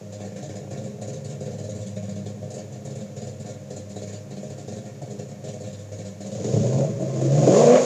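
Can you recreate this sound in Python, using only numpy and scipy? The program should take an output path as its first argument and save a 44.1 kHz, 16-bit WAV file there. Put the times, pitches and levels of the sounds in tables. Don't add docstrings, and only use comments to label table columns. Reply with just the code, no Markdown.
import sys
import numpy as np
from scipy import signal
from scipy.fft import rfft, irfft, next_fast_len
from scipy.io import wavfile
from scipy.ndimage import uniform_filter1d, minimum_filter1d

SR = 44100
rng = np.random.default_rng(int(sys.argv[2]) if len(sys.argv) > 2 else 0)


def wav_record(signal):
    frames = np.transpose(np.atleast_2d(signal))
    bounded = np.clip(frames, -1, 1)
    quanta = np.round(bounded * 32767).astype(np.int16)
    wavfile.write(sys.argv[1], SR, quanta)


N = 346185

# time in seconds, relative strength in dB.
POP_HITS = [(0.359, -32), (1.079, -34), (1.408, -24), (1.477, -23), (1.639, -34), (1.687, -23),
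            (1.967, -24), (2.427, -30), (2.566, -26), (3.705, -22), (3.963, -21), (4.018, -20.5),
            (4.429, -24), (4.581, -26), (4.68, -28), (5.098, -27), (5.194, -37), (5.438, -34), (5.918, -24),
            (6.004, -34), (6.046, -46), (6.205, -25), (6.537, -16), (6.565, -9), (6.779, -21), (7.159, -24),
            (7.197, -23), (7.391, -19), (7.475, 1)]
# time in seconds, relative strength in dB.
BANG_HITS = [(7.543, -26), (7.755, -16.5)]
# pitch in Hz, width in Hz, gain in dB.
COLD_BARK_MODES = [(301, 18.2, -5), (410.3, 25.2, -3), (519.6, 24.1, 1.5), (617.4, 16.4, -1.5),
                   (711.3, 30, -8)]
WARM_BARK_MODES = [(301.5, 34, -4), (426, 71, -3), (548.6, 49, 2.5), (575.8, 24, 1.5), (639, 29, -3.5),
                   (760, 94, -21), (820, 17, -21.5), (1054, 16, -15)]
# frequency in Hz, gain in dB.
BARK_EQ = [(40, -60), (130, -15.5), (290, -1.5), (400, 0.5), (650, 1), (740, -2), (860, -2), (1100, -9),
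           (1500, -6), (3000, -16), (8000, -78)]
RASP_EQ = [(300, -63), (700, -5), (950, -2.5), (1120, 7), (1300, 0), (1900, 0), (2450, 0), (3200, -8.5),
           (5000, -27), (12000, -64)]


def amp(db):
    return 10 ** (np.asarray(db) / 20)


def unit(x):
    return x / np.sqrt(np.mean(x ** 2) + 1e-20)


def along(points, hz):
    freqs, values = np.transpose(points)
    return np.interp(np.log(hz + 1), np.log(freqs + 1), values)


def curves(rows):
    times, *columns = np.transpose(rows)
    return [np.interp(np.arange(N) / SR, times, column) for column in columns]


def filtered(x, response):
    size = 2 * next_fast_len(N // 2 + SR // 2)
    return irfft(rfft(x, size) * response(np.fft.rfftfreq(size, 1 / SR)), size)[:N]


def causal(eq, hz):
    grid = np.fft.rfftfreq(32768, 1 / SR)
    cepstrum = irfft(np.log(amp(along(eq, grid))))
    cepstrum[1:len(grid) - 1] *= 2
    cepstrum[len(grid):] = 0
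    return np.interp(hz, grid, np.exp(rfft(cepstrum)))


def noise(eq):
    return unit(filtered(rng.standard_normal(N), lambda hz: amp(along(eq, hz))))


def steady(x, size):
    power = uniform_filter1d(uniform_filter1d(x * x, size), size)
    return x / np.sqrt(np.abs(power) + 1e-12)


def patchy(x, depth_db):
    spectrum = signal.stft(x, nperseg=512)[2]
    patches = uniform_filter1d(rng.standard_normal(spectrum.shape), size=4, axis=0)
    patches = uniform_filter1d(patches, size=10, axis=1)
    return unit(signal.istft(spectrum * amp(depth_db * unit(patches)), nperseg=512)[1][:N])


def kicks_at(times, sizes):
    return np.bincount(np.clip(np.round(times * SR).astype(int), 0, N), sizes, N + 1)[:N]


def decaying(kicks, rise, t60):
    t = np.arange(SR // 2) / SR
    shape = (1 - np.exp(-t / rise)) * amp(-60 * t / t60)
    return np.abs(signal.fftconvolve(kicks, shape / shape.max())[:N])


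def swells(times, db, rise, t60):
    return np.sqrt(decaying(kicks_at(times - .004, amp(db) ** 2), rise, t60))


def wind():
    # frequency in Hz, gain in dB.
    air_eq = [(25, -9), (70, -14.5), (300, 6.5), (1500, -15.5), (5000, -16), (6900, -8.5), (8500, -25),
              (15000, -31)]
    return amp(-51) * noise(air_eq)


def echoed(x):
    # delay in seconds, gain in dB.
    slaps = [(.0097, -13.5), (0.024, -13.5), (.041, -25)]
    return x + sum(amp(db) * np.pad(x, (int(delay * SR), 0))[:N] for delay, db in slaps)


def yard(x, wet_db):
    # frequency in Hz, seconds to fall by 60 dB.
    decay_times = [(100, 1), (600, 0.42), (3000, 0.23), (7000, 0.2), (14000, 0.12)]
    out = echoed(x)
    hz, t, spectra = signal.stft(rng.standard_normal((3, SR // 3)), SR, nperseg=256)
    fade = amp(-60 * t / along(decay_times, hz)[:, None])
    tails = signal.istft(spectra * fade, SR, nperseg=256)[1]
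    for k, tail in enumerate(tails):
        share = np.cos(np.pi * (np.arange(N) / SR + k / len(tails)))
        out = out + amp(wet_db) * signal.fftconvolve(x * share, tail / np.linalg.norm(tail))[:N]
    return out


def pipe(x, modes, eq):
    def ring(hz):
        return sum((-1) ** k * amp(db) * 1j * hz * width / (centre ** 2 - hz ** 2 + 1j * hz * width)
                   for k, (centre, width, db) in enumerate(modes))
    return filtered(x, lambda hz: ring(hz) * causal(eq, hz))


def heat():
    return curves([(6.2, 1, 0, 0), (6.5, 0, 1, 0), (7.42, 0, 1, 0), (7.56, 0, 0, 1)])


def strong_firings():
    # start in seconds, firings, spacing in seconds, relative boom, bark and hiss in dB.
    runs = [(0.126, 1, 0.0, -48, -41, -48.0), (0.203, 2, 0.046, -38.5, -40, -49),
            (0.362, 4, 0.065, -41, -40.5, -47), (0.71, 3, 0.065, -35, -38, -47.5),
            (1.017, 3, 0.058, -36.5, -38.5, -46.5), (1.248, 2, 0.053, -35.5, -44, -47.5),
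            (1.408, 3, 0.051, -36.5, -39, -49), (1.586, 5, 0.055, -38, -40, -48),
            (1.866, 1, 0.065, -45, -50, -47.5), (1.962, 4, 0.066, -35.0, -41, -49),
            (2.261, 1, 0.03, -36, -39.5, -47.5), (2.426, 1, 0.0, -34, -39.5, -57),
            (2.505, 3, 0.038, -46, -41.5, -48.5), (2.724, 1, 0.0, -38, -50, -52),
            (2.852, 4, 0.052, -36, -42, -50), (3.166, 3, 0.052, -37, -41, -47.5),
            (3.401, 1, 0.0, -36, -46, -52.5), (3.462, 2, 0.03, -43, -40.5, -49),
            (3.706, 2, 0.06, -42, -41, -47.5), (3.897, 1, 0.0078, -42, -51, -50),
            (3.962, 4, 0.056, -38.5, -43, -46.5), (4.308, 2, 0.061, -37.5, -43.5, -48.5),
            (4.432, 2, 0.071, -38.5, -41.5, -49), (4.581, 1, 0.0, -49, -48, -48.0),
            (4.679, 3, 0.043, -37.5, -41, -48), (4.857, 1, 0.0, -43, -43, -52.0),
            (5.019, 3, 0.086, -36, -38, -48.5), (5.287, 1, 0.019, -38.5, -45, -53),
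            (5.444, 1, 0.0, -36.5, -37, -46.5), (5.484, 1, 0.0, -38, -40.5, -45.5),
            (5.538, 2, 0.066, -42, -40, -51.0), (5.638, 2, 0.025, -38, -41, -50.0),
            (5.73, 2, 0.062, -41, -48, -51.5), (5.921, 3, 0.066, -36.5, -41, -48),
            (6.209, 3, 0.054, -38.0, -40.5, -47), (6.535, 2, 0.097, -27, -26.5, -50),
            (6.786, 2, 0.023, -30, -26.5, -54), (6.999, 1, 0.0, -31, -27.5, -50),
            (7.212, 2, 0.034, -34, -28, -48), (7.471, 1, 0.011, -26.5, -17, -42)]
    return np.transpose([(start + k * spacing, boom, bark, hiss)
                         for start, count, spacing, boom, bark, hiss in runs for k in range(count)])


def crank():
    # time in seconds, firings per second before the lope is added.
    speed = [(0, 72), (6.2, 66), (6.4, 85.4), (6.55, 112.6), (6.65, 121), (6.77, 141), (7.0, 139),
             (7.3, 136), (7.44, 164), (7.55, 200), (7.6, 235), (7.68, 244), (7.75, 262), (7.85, 262)]
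    lope_hz = 4
    times = strong_firings()[0]
    surge = decaying(kicks_at(times, np.ones(len(times))), rise=0.0999, t60=0.9)
    rate = curves(speed)[0] + lope_hz * (surge - surge.mean())
    cycles = np.cumsum(rate) / SR
    return rate, cycles - cycles[-1]


def firings(rate, cycles):
    # a cylinder's level in dB, in firing order.
    cylinder_db = [-1.5, -5.5, -1.5, 5, -9.5, -0.5, -15, -1]
    # time in seconds, scale of the scatter in strength and timing.
    roughness = [(6.3, 1.2), (6.6, 0.7), (7.2, 0.71), (7.45, 0.6), (7.6, 0.4), (7.85, 0.6)]
    onsets = np.flatnonzero(np.diff(np.floor(cycles)))
    countdown = np.round(-cycles[onsets]).astype(int)
    time_scatter, size_scatter = rng.standard_normal((1024, 2))[countdown].T
    rough = curves(roughness)[0][onsets]
    bank_db = np.take(cylinder_db, -countdown, mode="wrap")
    size_db = bank_db + 3.75 * rough * size_scatter
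    far_bank_delay = 0.00048 * (bank_db < 0)
    times = onsets / SR + far_bank_delay + 0.055 * rough * time_scatter / rate[onsets]
    for cue in [*strong_firings()[0], *np.transpose(POP_HITS)[0], *np.transpose(BANG_HITS)[0]]:
        nearest = np.argmin(np.abs(times - cue))
        times[nearest], size_db[nearest] = cue - .001, 4
    return kicks_at(times, amp(size_db))


def gas_jet(throb):
    # time in seconds, relative rasp and hiss in dB.
    flow = [(6.2, -78, -70), (6.212, -70, -60), (6.456, -55, -41.5), (6.796, -49, -43.5), (6.952, -54, -52),
            (7.298, -47.5, -43), (7.6, -36, -30.5), (7.78, -28.5, -35), (7.85, -40, -33.5)]
    # frequency in Hz, gain in dB.
    hiss_eq = [(1650, -15.5), (3000, -13), (5200, -9.5), (6200, -5), (6900, 1), (7400, -8), (8100, -19),
               (10000, -30.5), (12500, -40), (15000, -66)]
    rasp_db, hiss_db = curves(flow)
    rasp = amp(rasp_db - 4) * noise(RASP_EQ) * steady(0.5 + throb, size=2000)
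    hiss = amp(hiss_db + 0.5) * noise(hiss_eq) * steady(0.29 + throb, size=2000)
    return rasp + hiss


def spitting(throb):
    # frequency in Hz, gain in dB.
    puff_eq = [(1500, -26), (2800, -12.5), (3200, -12.5), (3970, -6.5), (4630, -9.5), (5600, -8.5),
               (6400, -5.5), (6900, 0), (7400, -6), (8200, -16.5), (10000, -32), (15000, -55)]
    spit_eq = [(2000, -28), (3700, -27), (5500, -5), (7000, 15), (8500, -2.5), (10500, -11), (15000, -42)]
    clatter_eq = [(500, -44), (900, -2), (2700, -1), (3500, -18.5), (6000, -26), (12000, -67)]
    # pitch in Hz, width in Hz, gain in dB.
    steel_modes = [(1010, 27, -6.5), (1084, 23, -0.5), (1404, 23, -1.5), (1565, 29, -1.5), (1748, 71, 0),
                   (1872, 38, -0.5), (2030, 38, -6), (2224, 32, 1), (2405, 64, -3.5), (2695, 22, -2.5)]
    times, _, _, hiss_db = strong_firings()
    flutter = steady(1 + 0.36 * throb, size=4000)
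    puff_level = swells(times, hiss_db, rise=0.022, t60=0.14)
    spit_level = swells(times, hiss_db + 3.4 * rng.standard_normal(len(times)), rise=0.01, t60=0.097)
    puffs = amp(-1.4) * puff_level * patchy(echoed(noise(puff_eq)), depth_db=3)
    spits = amp(-6) * spit_level * patchy(noise(spit_eq), depth_db=2)
    flares = swells(times, hiss_db + 4.5 * rng.standard_normal(len(times)), rise=0.01, t60=0.17)
    shaking = (1.16 + unit(flares)) * flutter * rng.standard_normal(N)
    clatter = amp(-60.5) * unit(pipe(shaking, steel_modes, clatter_eq))
    return flutter * (puffs + spits) + clatter


def bangs():
    times, db = np.transpose(BANG_HITS)
    return amp(-9) * decaying(kicks_at(times, amp(db)), rise=0.0011, t60=0.052) * noise(RASP_EQ)


def pops():
    drive_db = 31.5
    times, db = np.transpose(POP_HITS)
    cold, _, _ = heat()
    blows = kicks_at(times - .001, amp(db + drive_db))
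    gas = echoed(blows + 0.065 * decaying(blows, rise=.001, t60=0.035) * rng.standard_normal(N))
    cold_pops = pipe(gas * cold, COLD_BARK_MODES, BARK_EQ)
    warm_pops = pipe(gas * (1 - cold), WARM_BARK_MODES, BARK_EQ)
    return cold_pops + amp(-3) * warm_pops


def singing(hz, cycles):
    # pitch in Hz, width in Hz, gain in dB.
    modes = [(130.5, 21.5, 5.5), (258, 43, 2.5), (510, 87, 3)]
    gain = sum(amp(db) / (1 + (1.2 * (hz - centre) / width) ** 2) for centre, width, db in modes)
    return gain * np.sqrt(2) * np.sin(2 * np.pi * cycles)


def exhaust_levels():
    # time in seconds, relative boom and bark in dB.
    ordinary_levels = [(-0.0, -40, -44.0), (1.1, -38, -41.5), (2.2, -34.5, -45.5), (2.5, -40, -43.5),
                       (6.19, -41.5, -47.5), (6.49, -29, -26), (6.57, -20, -34), (6.71, -25.5, -27.5),
                       (6.76, -21, -28), (6.97, -31.5, -34.5), (7.17, -27.5, -30), (7.36, -17.5, -24),
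                       (7.56, -23, -14), (7.73, -19, -9.5), (7.85, -33.5, -22.5)]
    boom_db, bark_db = curves(ordinary_levels)
    times, strong_boom_db, strong_bark_db, _ = strong_firings()
    boom_swells = swells(times, strong_boom_db, rise=0.026, t60=0.14)
    bark_swells = amp(1.5) * swells(times, strong_bark_db, rise=0.033, t60=0.14)
    return np.hypot(amp(boom_db), boom_swells), np.hypot(amp(bark_db), bark_swells)


def exhaust(pulses, rate, cycles):
    # pitch in Hz, width in Hz, gain in dB.
    cold_boom_modes = [(102.6, 6.7, -1), (138.8, 15, -2), (200.2, 16, -2.5)]
    warm_boom_modes = [(112.4, 26, -3.5), (141.6, 21, 2.5), (219.2, 18, -0.5)]
    hot_boom_modes = [(158.5, 20, 9), (226, 17, -5.5), (250, 24, -7)]
    hot_bark_modes = [(378, 68, -5.5), (488, 64, 0), (579, 46, 3.5), (639, 76, -0.5), (700, 53, -2),
                      (802, 67, -11.5), (1094, 67, -8)]
    # frequency in Hz, gain in dB.
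    boom_eq = [(30, -61), (72, -30), (98, 4), (225, 1), (300, -18), (600, -25.5), (3000, -59.5)]
    hot_boom_eq = [(30, -70), (90, -45), (132, 3), (265, 5), (310, -6), (600, -40), (3000, -81)]
    boom_level, bark_level = exhaust_levels()
    idling, first_rev, flat_out = heat()
    swirl = decaying(pulses, rise=0.0016, t60=0.02) * rng.standard_normal(N)
    cold = yard((pulses + 0.042 * swirl) * idling, wet_db=-7.5)
    warm = yard((pulses + 0.086 * swirl) * first_rev, wet_db=-6.5)
    hot = yard((pulses + 0.041 * swirl) * flat_out, wet_db=-6)
    boom = (pipe(cold, cold_boom_modes, boom_eq)
            + pipe(warm, warm_boom_modes, boom_eq)
            + pipe(hot, hot_boom_modes, hot_boom_eq))
    bark = (pipe(cold, COLD_BARK_MODES, BARK_EQ)
            + pipe(warm, WARM_BARK_MODES, BARK_EQ)
            + pipe(hot, hot_bark_modes, BARK_EQ))
    note = (1 - idling) * (boom_level / amp(-20.5)) ** 1.9 * singing(rate, cycles)
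    octave = (1 - idling) * (bark_level / amp(-9.5)) ** 1.3 * singing(2 * rate, 2 * cycles)
    boom = steady(boom, size=3000) + note
    bark = steady(patchy(bark, depth_db=1.7), size=3000) + octave
    return (amp(1) * boom_level * steady(boom, size=1800)
            + amp(-0.52) * bark_level * steady(bark, size=1400))


def scene():
    rate, cycles = crank()
    pulses = firings(rate, cycles)
    throb = steady(decaying(pulses, rise=0.00032, t60=0.15), size=4000)
    return (wind() + exhaust(pulses, rate, cycles) + pops() + spitting(throb) + gas_jet(throb)
            + bangs())[None]


def record(dry):
    ceiling, top_hz = 0.7, 15310
    needed = np.minimum(1, ceiling / (np.abs(dry[0]) + 1e-9))
    gain = uniform_filter1d(minimum_filter1d(needed, size=500), size=400)
    return filtered(dry[0] * gain, lambda hz: hz < top_hz)[None]


dry = scene()
out = record(dry)
wav_record(out)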